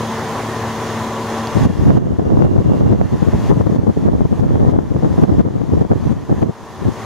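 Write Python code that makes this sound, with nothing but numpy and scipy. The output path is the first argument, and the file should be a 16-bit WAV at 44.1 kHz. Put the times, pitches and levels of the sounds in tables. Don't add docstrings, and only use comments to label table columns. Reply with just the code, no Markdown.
import sys
import numpy as np
from scipy import signal
from scipy.fft import rfft, irfft
from scipy.io import wavfile
from scipy.ndimage import uniform_filter1d

SR = 44100
rng = np.random.default_rng(int(sys.argv[2]) if len(sys.argv) > 2 else 0)


def how_loud(loudness_db):
    steps = np.asarray(loudness_db, float) / 20
    return 10 ** steps


def output_pcm(signal):
    pcm = np.clip(np.atleast_2d(signal).T, -1, 1) * 32767
    wavfile.write(sys.argv[1], SR, np.round(pcm).astype(np.int16))


N = 310890

# (frequency [Hz], relative level per Hz [dB])
EDDY_SPECTRUM = [(20, -22), (45, -20), (90, 4), (160, 0), (300, -4), (550, -15.5), (1000, -28.5),
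                 (2000, -54), (4000, -59.5), (16000, -85)]


def evened(x):
    return x / np.sqrt(np.mean(x ** 2, -1, keepdims=True) + 1e-20)


def read_spectrum(points, hz):
    f, value = np.transpose(points)
    return np.interp(np.log(hz + 1), np.log(f + 1), value)


def curve(rows):
    s, *columns = np.transpose(rows)
    return np.array([np.interp(np.arange(N) / SR, s, column) for column in columns])


def add(mix, s, sound):
    part = mix[round(s * SR) - len(sound) // 2:][:len(sound)]
    part += sound[:len(part)]


def drift(per_s, count=1):
    hz = np.fft.rfftfreq(N, 1 / SR)
    smooth = np.exp(-(hz / per_s) ** 2)
    return evened(irfft(rfft(rng.standard_normal((count, N))) * smooth, N))


def jumps(shape):
    jumps_per_s = 650
    kicks = rng.standard_normal(shape) * (rng.random(shape) < jumps_per_s / SR)
    return evened(kicks) + 0.3 * rng.standard_normal(shape)


def colour(x, spectrum, stretch=1):
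    hz = np.fft.rfftfreq(x.shape[-1], 1 / SR)
    gain = how_loud(read_spectrum(spectrum, hz / stretch))
    return evened(irfft(rfft(x) * gain, x.shape[-1]))


def fan_roar():
    # (frequency [Hz], relative level per Hz [dB])
    air_noise = [(20, -24), (52, -35), (75, -11), (170, -8), (230, -6.5), (450, -7), (500, -9), (1010, -7),
                 (1350, -15), (2660, -25.5), (6650, -30), (8250, -36.5), (11000, -35), (12500, -41),
                 (15700, -39.5), (16000, -80)]
    # (frequency [Hz], width [Hz], boost [dB])
    housing = [(100, 16.6, 11), (1001, 21, 5.5), (1816, 220, 5.5), (2042, 26, 5.5), (3360, 680, 3.5),
               (6470, 1300, 3.5)]
    # (frequency [Hz], left-right likeness [-1 to 1])
    likeness = [(60, 0.82), (130, 0.95), (290, 0.92), (640, 1), (1410, 0.91), (3100, 0.65), (6820, 0.48),
                (15000, -0.28)]
    # (frequency [Hz], left minus right [dB])
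    lean = [(60, 3), (180, 0.5), (550, 3), (1650, -0.5), (4970, -2), (15000, 1)]

    frames, hz = N // 1024 + 5, np.fft.rfftfreq(4096, 1 / SR)
    a, b, c, d, patches = rng.standard_normal((frames, 2049, 5)).T
    patches = uniform_filter1d(patches, size=40, axis=0)
    patches = evened(uniform_filter1d(patches, size=3, axis=1))

    same = np.clip(read_spectrum(likeness, hz), -1, 1)[:, None]
    left = a + 1j * b
    right = same * left + np.sqrt(1 - same ** 2) * (c + 1j * d)
    resonance_db = sum(db / (1 + (2 * (hz - f) / width) ** 2) for f, width, db in housing)
    colour_db = read_spectrum(air_noise, hz) + resonance_db
    lean_db = np.outer([0.5, -0.5], read_spectrum(lean, hz))
    gain = how_loud((colour_db + lean_db)[:, :, None] + 0.91 * patches)
    roar = signal.istft(np.array([left, right]) * gain, nperseg=4096, noverlap=3072)[1][:, :N]
    level_db = -24 + 0.5 * drift(3.5)
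    return how_loud(level_db) * roar / roar.std()


def shaft_hum():
    # (multiple of the shaft speed, level [dB])
    orders = [(1, -54), (3, -32.5), (4, -40.5), (6, -30), (7, -43), (9, -52), (10, -37), (12, -36),
              (15, -42), (16, -44), (21, -42), (24, -43.5), (30, -42)]
    # (time [s], level [dB])
    deep_fade = [(1.55, -0.5), (2., -1), (6.75, -8.5), (7.05, -4)]
    shaft_hz, deep_hz = 37.48, 300

    turns = np.cumsum(shaft_hz * (1 + 0.001495 * drift(1.55)[0])) / SR
    beats_db = 1.6 * drift(6.0, count=len(orders))
    fade_db = curve(deep_fade)[0]
    hum = np.zeros(N)
    for (multiple, db), beat_db in zip(orders, beats_db):
        level_db = db + beat_db + fade_db * (multiple * shaft_hz < deep_hz)
        hum += how_loud(level_db) * np.sin(2 * np.pi * (multiple * turns + rng.random()))
    return np.sqrt(2) * hum * how_loud([[0.8], [-0.8]])


def thin_whine():
    # (time [s], level [dB])
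    loudness = [(0, -78), (.8, -56), (1.45, -49.5), (2.1, -47.5), (3.1, -47.5), (3.55, -57), (3.7, -62),
                (7.1, -57)]
    whine_hz = 2794
    turns = np.cumsum(whine_hz + 9.6 * drift(21.0)[0]) / SR
    flicker_db = 2.5 * drift(20.0)[0]
    return np.sqrt(2) * how_loud(curve(loudness)[0] + flicker_db) * np.sin(2 * np.pi * turns)


def metal_ticks():
    # (time [s], level [dB], pitch [Hz])
    tick_list = [(1.437, -30, 3960), (1.472, -17, 4570), (1.472, -26, 3300)]
    out, t = np.zeros(N), np.arange(600) / SR
    for s, db, hz in tick_list:
        tick = how_loud(db - 60 * t / 0.0042) * np.sin(2 * np.pi * hz * t)
        add(out, s + t[300], tick)
    return out * how_loud([[-1.5], [1.5]])


def lumpy_breeze():
    # (time [s], left port level [dB], right port level [dB])
    strength = [(1.5, -47, -49), (1.55, -17, -26), (1.75, -11.5, -16), (1.97, -3.5, -1.5), (2.4, 2, 2.5),
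                (2.67, -1.5, -2), (2.95, 3.5, 0.5), (3.07, -7.5, -11.5), (3.5, -11, -10.5), (3.75, 0, -4),
                (3.93, -8, -6), (4.07, -3.5, -6), (4.35, -5.5, -8.5), (4.55, 3.5, 1), (4.77, 4, -0.5),
                (4.91, -7.5, -6.5), (5.35, -6, -5), (5.55, -3, 0), (6.0, -8, -13.5), (6.48, -12, -13),
                (6.53, -27, -29), (6.78, -29, -27), (6.84, -17, -19), (6.91, -18, -18), (6.94, -26, -30),
                (7.05, -32, -35)]
    # (time [s], depth [dB])
    lulls = [(1.76, -5), (2.175, -17), (2.632, -13), (3.945, -9), (4.285, -9), (5.0, 0), (5.885, -13),
             (6.265, -10)]
    lull_s = 0.012
    still_db, fast_per_db = -11, 0.03

    t, breeze_db = np.arange(N) / SR, curve(strength)
    lumps_db = 2.0 * drift(21.0, count=2) + 3.0 * drift(78.0, count=2)
    lulls_db = sum(db * np.exp(-((t - s) / lull_s) ** 2) for s, db in lulls)
    fast = np.clip(fast_per_db * (breeze_db.mean(0) - still_db), 0, 1)
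    kicks = jumps((2, N))
    slow_eddies = colour(kicks, EDDY_SPECTRUM, 0.89)
    fast_eddies = colour(kicks, EDDY_SPECTRUM, 1.58)
    turbulence = (1 - fast) * slow_eddies + fast * fast_eddies
    return how_loud(breeze_db + lumps_db + lulls_db) * turbulence


def pop_shape():
    # (frequency [Hz], relative level per Hz [dB])
    pop_spectrum = [(60, -24), (220, -3), (400, 0), (800, -8), (1500, -25), (2500, -46), (16000, -85)]
    pop = signal.hilbert(colour(signal.unit_impulse(4096, "mid"), pop_spectrum))[1024:-1024]
    return pop / abs(pop).max()


def turned(pop, turn):
    return (pop * np.exp(2j * np.pi * turn)).real


def hard_gusts():
    # (time [s], share of power on the right port [0-1], level [dB], nominal length [ms])
    gust_list = [(1.572, 0.05, -8, 35), (1.621, 1, -9.5, 30.7), (1.664, 0.6, -2.5, 29),
                 (1.702, 0.3, -4, 23), (1.797, 0.95, -6, 30), (1.823, 0.04, -4, 20), (1.87, 0.6, -3, 31.4),
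                 (1.905, 0.85, 2.5, 48), (1.953, 0, -4.5, 30), (1.978, 1, 3.5, 27.3),
                 (2.128, 0.06, -4.5, 57), (2.196, 0.2, 5, 20.2), (2.305, 1, 2, 21.4), (2.335, 1, 4, 24),
                 (2.417, 0, 4.5, 34), (2.562, 0.4, 2.5, 15), (2.59, 0, 4, 31), (2.69, 0, -0.5, 42),
                 (2.812, 0.45, 2, 20), (2.866, 0.98, 2.5, 27), (2.925, 0.24, 2, 31.4), (3.013, 0.6, 3, 27),
                 (3.14, 0.65, -0.5, 38), (3.23, 0.04, 2, 19.5), (3.285, 0.06, 1, 22.5),
                 (3.348, 0.56, -1, 32), (3.515, .1, 6, 30), (3.573, 0.17, 1.5, 22.2),
                 (3.607, 0.3, 2.5, 21.5), (3.67, 0, 6, 14.8), (3.79, 1, 6, 27.2), (3.879, 0.07, 6, 23.6),
                 (3.9, 0.24, 5.5, 23), (3.974, .3, 2.5, 16.2), (4.06, 1, 4.5, 16), (4.087, 0.22, 5, 32),
                 (4.138, 0.84, 2.5, 33), (4.218, 0.2, 3.5, 30.5), (4.255, 0.13, 6.5, 14),
                 (4.326, .2, 2.5, 42), (4.396, 0.96, -1, 15.8), (4.434, 0.02, 3, 61),
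                 (4.553, 0.97, 2.5, 34), (4.635, 1, -0.5, 58), (4.742, 0.23, 5.5, 24),
                 (4.913, 0.03, 3, 23.3), (4.96, 0.42, 2.5, 34.3), (5.049, .2, 2.5, 48),
                 (5.115, 0.03, -1.5, 25), (5.189, 0.2, 2.5, 26), (5.237, 0.42, 7.5, 32.5),
                 (5.296, 0.99, 4, 32), (5.326, 0.04, 4, 36), (5.398, 0.05, 6.5, 31), (5.465, 0.07, 4, 39),
                 (5.558, 0, 2.5, 23), (5.736, 0.44, 5, 31.3), (5.774, 0, 0.5, 17), (5.816, 0.62, 5, 22.4),
                 (5.853, 0, -2, 20), (5.917, 0.33, 8.5, 32.3), (5.963, 0.94, -1.5, 35.4),
                 (6.071, 0.99, -0.5, 35), (6.117, 0.05, 0.5, 44), (6.172, 0.7, -7.5, 17.5),
                 (6.232, 0.8, -9, 16), (6.316, 0.45, 3, 44), (6.384, 0, -6, 20), (6.428, 0, 2, 19.4),
                 (6.446, 0.94, -1, 53), (6.496, .3, 1, 25.7), (6.824, 0, -10.5, 19),
                 (6.873, 0.22, -2.5, 46)]
    usual_hz, spread, faster_per_db = 197, 0.13, 0.0315
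    pop_db = 0.5

    out, pop = np.zeros((2, N)), pop_shape()
    all_kicks = jumps((len(gust_list), 2, 8192))
    chances = rng.random((len(gust_list), 3))
    for (s, share, db, ms), kicks, chance in zip(gust_list, all_kicks, chances):
        window = np.hanning(int(1.8 * ms / 1000 * SR))
        right = np.clip(share, 0, 1)
        kicks[:, len(window) // 2] += 16.5 * np.sign(kicks[:, 0])
        eddy_hz = usual_hz * np.exp(faster_per_db * db + spread * (2 * chance[0] - 1))
        swirl = colour(kicks, EDDY_SPECTRUM, eddy_hz / 200)
        gust = evened(swirl[:, :len(window)] * window)
        pop_s = s + (chance[1] - 0.5) * ms / 1000
        for port, power in enumerate([1 - right, right]):
            gain = np.sqrt(power) * how_loud(db)
            add(out[port], s, gain * gust[port])
            add(out[port], pop_s, gain * how_loud(pop_db) * turned(pop, chance[2]))
    return out


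def sharp_pops():
    # (time [s], port [0 left, 1 right], level [dB])
    pop_list = [(2.196, 0, 12), (2.302, 1, 12), (2.422, 0, 18), (2.567, 0, 9), (2.735, 1, 8), (2.81, 1, 8),
                (2.925, 0, 12.5), (3.014, 1, 18), (3.336, 1, 7.5), (3.611, 0, 15), (3.871, 0, 11),
                (3.973, 1, 8.5), (4.08, 0, 16), (4.208, 0, 14), (4.329, 0, 9), (4.397, 1, 10.5),
                (4.438, 0, 11), (4.556, 0, 13.5), (4.651, 0, 13.5), (4.674, 1, 5), (4.737, 0, 14.5),
                (4.964, 1, 12), (5.047, 0, 13), (5.296, 1, 10), (5.402, 0, 7), (5.487, 1, 9), (5.813, 0, 6),
                (5.85, 0, 11), (5.923, 1, 9), (5.934, 0, 12), (6.296, 1, 11), (6.429, 0, 14.5)]
    out, pop = np.zeros((2, N)), pop_shape()
    for (s, port, db), turn in zip(pop_list, rng.random(len(pop_list))):
        add(out[round(port)], s, how_loud(db) * turned(pop, turn))
    return out


def draught():
    wind = lumpy_breeze() + hard_gusts() + sharp_pops()
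    crossed = signal.lfilter(*signal.butter(1, 30.0, "high", fs=SR), wind[::-1])
    return wind - 0.29 * crossed


def scene():
    return fan_roar() + shaft_hum() + thin_whine() + metal_ticks() + draught()


def band_limit(x):
    return signal.sosfilt(signal.butter(12, 15910, fs=SR, output="sos"), x)


def record(dry):
    # (time [s], level just after the drop [dB])
    drops = [(1.662, -9.5), (1.797, -7.5), (1.903, -10.5), (1.953, -10.5), (1.983, -19), (2.196, -17),
             (2.456, -15.5), (2.81, -13), (2.936, -15), (3.509, -12.5), (3.622, -14), (3.769, -17),
             (3.9, -15), (4.074, -16), (4.222, -15.5), (4.408, -16.5), (4.556, -15.5), (4.72, -18.5),
             (5.05, -12.5), (5.241, -15), (5.417, -19), (5.827, -16.5), (5.92, -14.5), (6.13, -16),
             (6.439, -16)]
    climb_db_per_s = 17.5
    t, level_db = np.arange(N) / SR, np.zeros(N)
    for s, db in drops:
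        after = t >= s
        level_db[after] = np.minimum(db + climb_db_per_s * (t[after] - s), 0)
    ducked = dry * how_loud(uniform_filter1d(level_db, size=500))
    rounded = ducked / (1 + abs(ducked / 1.046) ** 2.6) ** (1 / 3.56)
    clipped = np.clip(rounded, -1, 1)
    return band_limit(clipped)


dry = scene()
out = record(dry)
output_pcm(out)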